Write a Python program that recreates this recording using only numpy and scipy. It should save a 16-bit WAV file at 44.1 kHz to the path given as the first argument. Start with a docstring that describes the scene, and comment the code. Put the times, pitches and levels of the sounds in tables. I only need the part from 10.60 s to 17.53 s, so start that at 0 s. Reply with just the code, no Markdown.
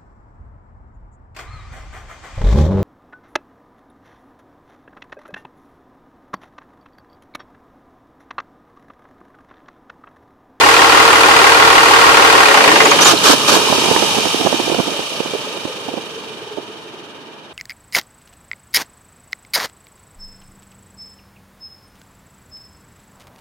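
"""A six-cylinder diesel idles, heard at its turbocharger's open inlet; each firing rings the block.
At 1.8 s the fuel is cut: the knocks slow and die, the inlet hiss comes up with the recorder's gain,
and the belt squeaks as the crank stops. From 2.4 s air surges back through the compressor in three
chuffs. The wheel coasts on with a pulsing, fading hiss that rings in the inlet throat, while
spilling air buffets the right microphone port."""
import sys
import numpy as np
from scipy import signal
from scipy.fft import rfft, irfft, next_fast_len
from scipy.io import wavfile
from scipy.ndimage import uniform_filter1d

SR = 44100
rng = np.random.default_rng(int(sys.argv[2]) if len(sys.argv) > 2 else 0)


def dump_mix(stems):
    """Bounce the given channels to the path in sys.argv[1] as a 16-bit WAV at rate SR."""
    frames = np.atleast_2d(stems).T  # one column per channel
    limited = np.clip(frames, -1, 1)  # hard clip at full scale
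    pcm = np.round(limited * 32767).astype(np.int16)
    wavfile.write(sys.argv[1], SR, pcm)


N = 305613
T, HZ = np.arange(N) / SR, np.fft.rfftfreq(next_fast_len(N), 1 / SR)
IDLE_FIRING_HZ = 38.45
SHUTOFF_S, LAST_STROKE_S, COAST_FROM_S, FADE_FROM_S = 1.817, 2.363, 2.6, 3.378


# engine hum: firing_multiple, level_db
HUM_ORDERS = [(2, -34.5), (3, -33), (12, -17.5)]
# hollow ring of unfired strokes: centre_hz, width_hz, lift_db
STALL_MODES = [(595, 79, 6), (1370, 80, -8), (2180, 360, 4.5)]

def engine(brake_hz_per_s=47.3, idle_db=-6.5, stop_db_per_s=138, boom_hz=150):
    """The diesel fires steadily until shut-off; friction then slows it at a constant pace."""
    firing_hz = np.maximum(IDLE_FIRING_HZ - brake_hz_per_s * after(SHUTOFF_S), 0)
    strokes, speed = np.cumsum(firing_hz) / SR, firing_hz / IDLE_FIRING_HZ
    times = .008 + np.interp(np.arange(int(strokes[-1]) + 1), strokes, T)
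    firing = knocks(times, speed) + pings(times)
    stalling = colour(firing, amp(lifts(STALL_MODES)) * (1 - below(boom_hz)))
    hum = sum(np.sqrt(2) * amp(db) * np.sin(2 * np.pi * (order * strokes + rng.random()))
              for order, db in HUM_ORDERS)
    fuel = np.clip(speed, 0, 1) ** 7  # hum and boom die first
    level_db = idle_db - stop_db_per_s * after(LAST_STROKE_S)
    return amp(level_db) * (fuel * (firing + hum) + (1 - fuel) * stalling)


# block spectrum: freq_hz, density_db
BLOCK_SPECTRUM = [(24, -54), (40, -29), (115, -21), (228, -18.5), (291, -10.5), (337, -9.5), (453, -9.5),
                  (593, -1.5), (1070, -0.5), (1700, -3), (2250, -6.5), (2780, -7.5), (9460, -23),
                  (14000, -33)]
# cover and pipe resonances: centre_hz, width_hz, lift_db
COVER_MODES = [(300, 17, 6), (432, 65, 12), (560, 25, 6), (610, 170, -8), (782, 35, 4), (925, 35, 4),
               (1090, 35, 5), (1237, 35, 4), (1443, 40, 4), (1530, 70, -4), (1598, 25, 4), (1740, 110, -4),
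               (1846, 45, 4), (2040, 45, 3), (2146, 100, -3), (2848, 25, 6)]
# engine likeness between ports: freq_hz, correlation
ENGINE_LIKENESS = [(60, 0.46), (150, 0.91), (350, 0.89), (700, 0.29), (1200, 0.077), (2500, 0.027)]
# engine balance: freq_hz, left_minus_right_db
ENGINE_BALANCE = [(100, 0), (450, 2), (950, 4), (1090, -7), (1180, -1.5), (4000, 2.5), (7000, -2.5),
                  (11000, -7)]

def knocks(times, speed, thud_delay_s=.012, thud_hz=620, crack_hz=3300):
    """Combustion knocks ring the block; a duller thud follows each, and gear whirr fills the gaps."""
    low, high = below(thud_hz), 1 - below(crack_hz)
    whirr_share = (.47 + .33 * high) ** 2
    blow_share = 1 - whirr_share
    knock = blows(times, rise_s=.0012, decay_s=.013, rattle=.08)
    crack = blows(times, rise_s=.00087, decay_s=.0052, rattle=.25)
    thud = blows(times + thud_delay_s, rise_s=.00089, decay_s=.031, rattle=.12)
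    thud_db = 1 + 7 * (1 - speed)  # heavier towards standstill
    drive = colour(knock, np.sqrt((1 - low) * (1 - high) * blow_share))
    drive += colour(crack, np.sqrt(high * blow_share))
    drive += colour(thud, np.sqrt(low * blow_share)) * amp(thud_db)
    drive += speed * colour(gears(), np.sqrt(whirr_share))
    return ports(drive, curve(BLOCK_SPECTRUM) + lifts(COVER_MODES), ENGINE_LIKENESS, ENGINE_BALANCE)


# knock strength per cylinder, in firing order: level_db
CYLINDER_DB = [.5, -2, 0, .5, -1.5, -.5]

def blows(times, rise_s, decay_s, rattle, rattle_s=.14):
    """One noise burst a firing; each cylinder's own clatter partly recurs every cycle."""
    t = np.arange(SR // 8) / SR
    shape = (1 - np.exp(-t / rise_s)) ** 2 * (np.exp(-t / decay_s) + rattle * np.exp(-t / rattle_s))
    clatter = rng.standard_normal((len(CYLINDER_DB), 2, len(t)))
    alike, fresh = np.zeros((2, 2, N))
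    for k, start_s in enumerate(times):
        cylinder = k % len(CYLINDER_DB)
        burst = shape * amp(CYLINDER_DB[cylinder] + rng.standard_normal())
        add(alike, start_s, burst * clatter[cylinder])
        add(fresh, start_s, burst * rng.standard_normal((2, len(t))))
    both = recurring(alike, fresh)
    return both / both[:, :SR].std()


# sound repeated every engine cycle: freq_hz, power_share
CYCLE_SHARE = [(500, .8), (1200, .72), (2000, .45), (4000, .15)]

def recurring(alike, fresh):
    """Blends sound that repeats every engine cycle with sound that is new each time."""
    share = np.clip(curve(CYCLE_SHARE), 0, 1)
    return colour(alike, np.sqrt(share)) + colour(fresh, np.sqrt(1 - share))


# metal patches rung by each cylinder: firing_slot, pitch_hz, level_db, ring_s
METAL_RINGS = [(0, 2440, -7, .009), (0, 4250, -8, .0035), (1, 1846, -4, .009), (1, 1362, -8, .008),
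               (2, 835, -2.5, .010), (3, 1400, -2, .006), (3, 2040, -3, .007), (4, 1093, -5, .007),
               (5, 2440, -6, .007), (5, 1362, -6, .011), (5, 4400, -8, .005)]

def pings(times, gain_db=1.5, detune=.008, scatter_db=.7):
    """Each firing rings its own patches of metal, never quite alike; a valve clicks shut after it."""
    valve_delay_s, valve_hz, valve_db, valve_ring_s = .0155, 4750, -12, .004
    t, out = np.arange(SR // 20) / SR, np.zeros((2, N))
    for k, firing_s in enumerate(times):
        rings = [(firing_s, hz, gain_db + db, ring_s)
                 for slot, hz, db, ring_s in METAL_RINGS if slot == k % len(CYLINDER_DB)]
        rings.append((firing_s + valve_delay_s, valve_hz, valve_db, valve_ring_s))
        for start_s, hz, db, ring_s in rings:
            shape = 2 * t / ring_s * np.exp(1 - 2 * t / ring_s)
            cycles = hz * (1 + detune * rng.standard_normal((2, 1))) * t + rng.random((2, 1))
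            gain = amp(db + scatter_db * rng.standard_normal())
            add(out, start_s, gain * shape * np.sin(2 * np.pi * cycles))
    return out


def gears():
    """Gear-train whirr, partly repeating with every idle cycle."""
    period = round(len(CYLINDER_DB) / IDLE_FIRING_HZ * SR)
    return recurring(noise()[:, np.arange(N) % period], noise())


def turbo(start_hz=64.75, drag_s=2.32, drag_power=1.3):
    """Air drag slows the coasting compressor wheel by a power law; it hisses, rushes and swishes."""
    wheel_hz = start_hz / (1 + after(COAST_FROM_S) / drag_s) ** drag_power
    turns = np.cumsum(wheel_hz) / SR
    return hiss(wheel_hz, turns) + rush(wheel_hz) + swish(turns)


# inlet hiss spectrum: freq_hz, density_db
HISS_SPECTRUM = [(40, -55), (500, -14), (1200, -5.5), (1600, -18.5), (2050, -12.5), (2400, -7.5),
                 (3000, -3), (4200, -8), (6200, -10), (7000, -14), (10000, -15.5), (14000, -26.5)]

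def hiss(wheel_hz, turns, end_depth=.25, end_phase_turns=.32, treble_hz=4300, dull_db_per_s=2.5):
    """The wheel hisses through the throat, louder once a turn, and dulls as it fades."""
    air = inlet_noise(HISS_SPECTRUM)
    treble = colour(air, 1 - below(treble_hz))
    dulled = air + (amp(-dull_db_per_s * after(FADE_FROM_S)) - 1) * treble
    depth = end_depth * wheel_hz[-1] / wheel_hz  # slow turns stand out more
    throb = 1 + depth * np.cos(2 * np.pi * (turns - turns[-1] + end_phase_turns))
    return hiss_level() * throb * dulled


def hiss_level(level_db=-15.5, fade_db_per_s=7.5):
    """Envelope of the hiss: the inlet's loudness, then a steady fade as the wheel coasts."""
    return inlet_loudness() * amp(level_db - fade_db_per_s * after(FADE_FROM_S))


# air modes of the inlet throat: centre_hz, width_hz, lift_db
THROAT_MODES = [(438, 50, 8), (750, 70, -7), (890, 160, 3), (1240, 70, 5), (1590, 50, 3), (2020, 200, -2),
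                (2395, 130, 8), (2930, 280, 4.5), (3170, 160, 3.5), (3520, 160, -3), (3730, 170, 7),
                (4480, 130, 6), (5410, 180, 6), (6330, 220, 6), (7910, 110, 4)]
# inlet likeness between ports: freq_hz, correlation
INLET_LIKENESS = [(80, 0.78), (400, 0.94), (900, 0.45), (2500, 0.015)]
# inlet balance: freq_hz, left_minus_right_db
INLET_BALANCE = [(100, -12), (400, -4), (1200, 1), (2300, -3), (3000, -2.5), (4100, 2), (6000, -4),
                 (8000, -8), (13000, -14.5)]

def inlet_noise(spectrum, throat_share=1):
    """Air noise ringing in the inlet throat."""
    spectrum_db = curve(spectrum) + throat_share * lifts(THROAT_MODES)
    return ports(noise(), spectrum_db, INLET_LIKENESS, INLET_BALANCE)


# chuff spectrum: freq_hz, density_db
CHUFF_SPECTRUM = [(40, -25), (150, -33), (350, 2), (700, 1.5), (1200, 5.5), (1650, 3), (2000, -4),
                  (3200, 1), (6500, -2.5), (9500, -9), (14000, -17)]

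def chuffs(rasp=.12, rasp_hz=100):
    """Broad, rasping gusts as the last strokes push air back out of the inlet."""
    flow = surge_flow() * (1 + rasp * flutter(rasp_hz))
    return flow * inlet_noise(CHUFF_SPECTRUM, throat_share=.8)


# back-surges through the compressor, overlapping into three chuffs: start_s, length_s, level_db
SURGES = [(2.402, .045, -9), (2.435, .11, -7), (2.621, .138, -6.5), (2.872, .04, -8.5), (2.905, .085, -11)]

def surge_flow(taper=.55, leak=.16, leak_s=.07):
    """Gust strength: each surge rises, holds and drops, with a weaker leak before and after."""
    flow = np.zeros(N)
    for start_s, length_s, db in SURGES:
        add(flow, start_s, amp(db) * signal.windows.tukey(int(length_s * SR), taper))
        add(flow, start_s - leak_s, leak * amp(db) * np.hanning(int((length_s + 2 * leak_s) * SR)))
    return flow / (1 + leak)


def inlet_loudness(gain_rise_s=.36, sag_db=-1.5):
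    """Comes up as the engine quietens and the recorder's automatic gain rises; sags during the chuffs."""
    (first_s, rise_s, _), (last_s, fall_s, _) = SURGES[0], SURGES[-1]
    surging = np.interp(T, [first_s, first_s + rise_s, last_s, last_s + fall_s], [0, 1, 1, 0])
    return np.minimum(after(SHUTOFF_S) / gain_rise_s, 1) * amp(sag_db * surging)


# strongest puffs on the right port: peak_s, level_db, length_s
STRONG_PUFFS = [(2.538, -10, .01), (2.7, -3, 0.00707), (2.735, -10, 0.012), (2.922, -10.5, 0.0049),
                (2.942, -12, 0.0059), (2.968, -7.5, 0.0072), (2.997, -14, 0.0056), (3.038, -19, 0.0058),
                (3.103, -12, 0.0052), (3.128, -8, 0.0062), (3.183, -10.5, 0.0051), (3.241, -14, 0.0046),
                (3.258, -15, 0.0059), (3.285, -13.5, 0.0078), (3.314, -7, 0.0059), (3.364, -2.5, 0.0024),
                (3.424, -7, 0.0031), (3.438, -16, .0062), (3.57, -14, 0.0034), (3.585, -11.5, 0.0044),
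                (3.656, -14, 0.005), (3.669, -15, 0.0037), (3.745, -11, 0.004), (3.811, -13.5, 0.006),
                (3.851, -11, 0.0037), (3.864, -9, .006), (3.872, -6.5, 0.0034), (3.929, -7.5, .0033),
                (3.945, -12.5, 0.0047), (4.0, -11.5, 0.0056), (4.076, -15, 0.0069), (4.1, -11.5, 0.0043),
                (4.122, -12, 0.0078), (4.146, -12.5, 0.0047), (4.19, -12, 0.0084), (4.202, -8.5, 0.0046),
                (4.279, -19, 0.014), (4.318, -22, 0.0055), (4.395, -18, 0.0068), (4.522, -25.5, .007),
                (4.605, -10, 0.003), (4.659, -20, 0.0058), (4.738, -17.5, 0.0039), (4.752, -17.5, .0068),
                (4.97, -27, 0.0073), (5.054, -13.5, 0.0026), (5.287, -18, 0.0059), (5.339, -17, 0.0047),
                (5.377, -18.5, .008), (5.979, -20.5, 0.013)]
# puff thump spectrum: freq_hz, density_db
THUMP_SPECTRUM = [(25, -39), (70, -37), (150, -6), (300, 6.5), (550, 1.5), (900, -5.5), (1500, -33),
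                  (7000, -49)]
# puff crack spectrum: freq_hz, density_db
CRACK_SPECTRUM = [(300, -30), (650, -1), (1050, 0), (1750, -9), (2400, -28), (7000, -55)]
TYPICAL_PUFF_S = .00514

def buffets(gain_db=1, wake=.094, wake_s=.034, dull_db_per_s=8, low_cut_hz=62):
    """Each puff shoves the right port and leaves a weak wake; short, early puffs crack most."""
    thump = evened(colour(rng.standard_normal(N), amp(curve(THUMP_SPECTRUM))))
    crack = evened(colour(rng.standard_normal(N), amp(curve(CRACK_SPECTRUM))))
    t, out = np.arange(SR // 16) / SR, np.zeros(N)
    for k, (peak_s, db, length_s) in enumerate(STRONG_PUFFS + weak_puffs()):
        doublings = np.log2(length_s / TYPICAL_PUFF_S)
        crack_db = -2.5 - 5.5 * doublings - dull_db_per_s * (peak_s - COAST_FROM_S)
        age = t / length_s
        shape = (age * np.exp(1 - age)) ** 3 + wake * np.exp(-t / wake_s) * np.minimum(age, 1)
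        span = (k * len(t) + np.arange(len(t))) % N
        puff = shape * (thump[span] + amp(crack_db) * crack[span])
        puff *= np.linalg.norm(shape) / np.linalg.norm(puff)
        add(out, peak_s - length_s, amp(db + gain_db) * puff)
    return colour(out, 1 - below(low_cut_hz)) * amp([[-20], [2]])  # left, right


def weak_puffs(count=100, crowding=.65, gain_db=-5, scatter_db=1, length_spread=.306):
    """Random puffs, denser and stronger with outflow: in the chuffs, then in the stream after them."""
    gusts, stream = amp(-3) * surge_flow(), hiss_level()
    due = np.cumsum((gusts + stream * (T > SURGES[-1][0])) ** crowding)
    times = np.interp((np.arange(count) + rng.random(count)) / count, due / due[-1], T)
    strength, stretch = rng.standard_normal((count, 2)).T
    flow = np.interp(times, T, lull() * np.maximum(gusts, stream))
    db = 20 * np.log10(flow) + gain_db + scatter_db * strength
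    return list(zip(times, db, TYPICAL_PUFF_S * np.exp(length_spread * stretch)))


# low rush spectrum: freq_hz, density_db
RUSH_SPECTRUM = [(30, -40), (60, -28), (100, -9.5), (180, -4.5), (300, -3), (500, -5.5), (800, -4),
                 (1200, -10.5), (1800, -10.5), (4000, -52)]

def rush(wheel_hz, full_db=-19, full_above_hz=55.4, db_per_halving=12):
    """Low rush of inlet air, weakening as the wheel slows."""
    level_db = full_db + db_per_halving * np.minimum(np.log2(wheel_hz / full_above_hz), 0)
    return inlet_loudness() * lull() * amp(level_db) * inlet_noise(RUSH_SPECTRUM)


# dips in the low rush: centre_s, length_s, gain_db
RUSH_DIPS = [(2.82, 0.17, -1), (3.709, .06, -2), (4.495, 0.086, -9)]

def lull():
    """Gain that briefly dips the low rush and the weak puffs."""
    return amp(sum(db * np.exp(-(2 * (T - centre_s) / length_s) ** 2)
                   for centre_s, length_s, db in RUSH_DIPS))


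def swish(turns, cycles_per_turn=19.8, width_hz=110, level_db=-25.5, rise_s=.36, fade_db_per_s=5.5):
    """A fuzzy, fluttering blade tone falls with the wheel's speed and wakes the throat's modes."""
    coast_s = after(COAST_FROM_S)
    gain = inlet_loudness() * amp(level_db - fade_db_per_s * coast_s) * np.minimum(coast_s / rise_s, 1)
    gain *= 1 + .5 * flutter(hz=40)
    band = colour(noise(), np.exp(-(HZ / width_hz) ** 2))
    angle = 2 * np.pi * cycles_per_turn * turns
    tone = evened(band[0] * np.cos(angle) + band[1] * np.sin(angle))
    return gain * colour(tone, amp(lifts(THROAT_MODES)))


# belt squeaks: start_s, length_s, pitch_hz, level_db
BELT_SQUEAKS = [(2.245, 0.02, 7100, -13.5), (2.301, 0.024, 6520, -16), (2.407, 0.03, 6000, -8),
                (2.437, 0.027, 7000, -11), (2.44, 0.083, 6020, -15), (2.457, 0.03, 6970, -13),
                (2.565, 0.027, 4050, -16.5)]

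def belt(jitter=.02, bend=.02):
    """The belt squeaks as the crank stops: short, unsteady chirps that bend downwards."""
    out = np.zeros(N)
    for start_s, length_s, hz, db in BELT_SQUEAKS:
        size = int(length_s * SR)
        waver = evened(uniform_filter1d(rng.standard_normal(size), size=40))
        pitch_hz = hz * (1 + jitter * waver + np.linspace(bend, -bend, size))
        chirp = np.sin(2 * np.pi * np.cumsum(pitch_hz) / SR)
        add(out, start_s, amp(db) * np.hanning(size) ** 2 * chirp)
    return out * amp([[0], [4]])  # left, right


def ports(x, spectrum_db, likeness, balance):
    """Two unrelated noises become one coloured sound at the two microphone ports; power is kept."""
    shared = np.clip(curve(likeness), -1, 1)
    side = amp(curve(balance) / 2)
    gain = evened(amp(spectrum_db)) / np.sqrt((side ** 2 + side ** -2) / 2)
    right = colour(x[0], gain * shared / side) + colour(x[1], gain * np.sqrt(1 - shared ** 2) / side)
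    return np.array([colour(x[0], gain * side), right])


def colour(x, gain):
    """Filters by a gain for each frequency."""
    size = next_fast_len(N)
    return irfft(rfft(x, size) * gain, size)[..., :N]


def curve(points):
    """Interpolates a table over log frequency."""
    hz, value = np.transpose(points)
    return np.interp(np.log(HZ + 1), np.log(hz), value)


def lifts(modes):
    """Bell-shaped resonances, in dB."""
    return sum(db / (1 + (2 * (HZ - hz) / width_hz) ** 2) for hz, width_hz, db in modes)


def below(hz):
    """Gain of a steep low-pass."""
    return 1 / (1 + (HZ / hz) ** 8)


def noise():
    """White noise for each port."""
    return rng.standard_normal((2, N))


def flutter(hz):
    """Random wobble of rms 1, up to the given rate."""
    return evened(colour(rng.standard_normal(N), below(hz)))


def amp(db):
    """Decibels to gain."""
    return 10 ** (np.asarray(db) / 20)


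def evened(x):
    """Scales to rms 1."""
    return x / np.sqrt(np.mean(x ** 2) + 1e-20)


def after(start_s):
    """Seconds since start_s; zero before it."""
    return np.maximum(T - start_s, 0)


def add(mix, start_s, sound):
    """Mixes a sound in at start_s."""
    part = mix[..., max(round(start_s * SR), 0):][..., :sound.shape[-1]]
    part += sound[..., :part.shape[-1]]


def scene():
    """Engine, turbocharger, belt and air on the microphone."""
    return engine() + turbo() + chuffs() + belt() + buffets()


def record(dry, knee=7, cutoff_hz=14540):
    """Rounds off the loudest peaks, then low-passes."""
    clipped = dry / (1 + abs(dry) ** knee) ** (1 / knee)
    low_pass = signal.firwin(511, cutoff_hz, window=("kaiser", 9), fs=SR)
    return signal.oaconvolve(clipped, low_pass[None], "same")


dry = scene()
out = record(dry)
dump_mix(out)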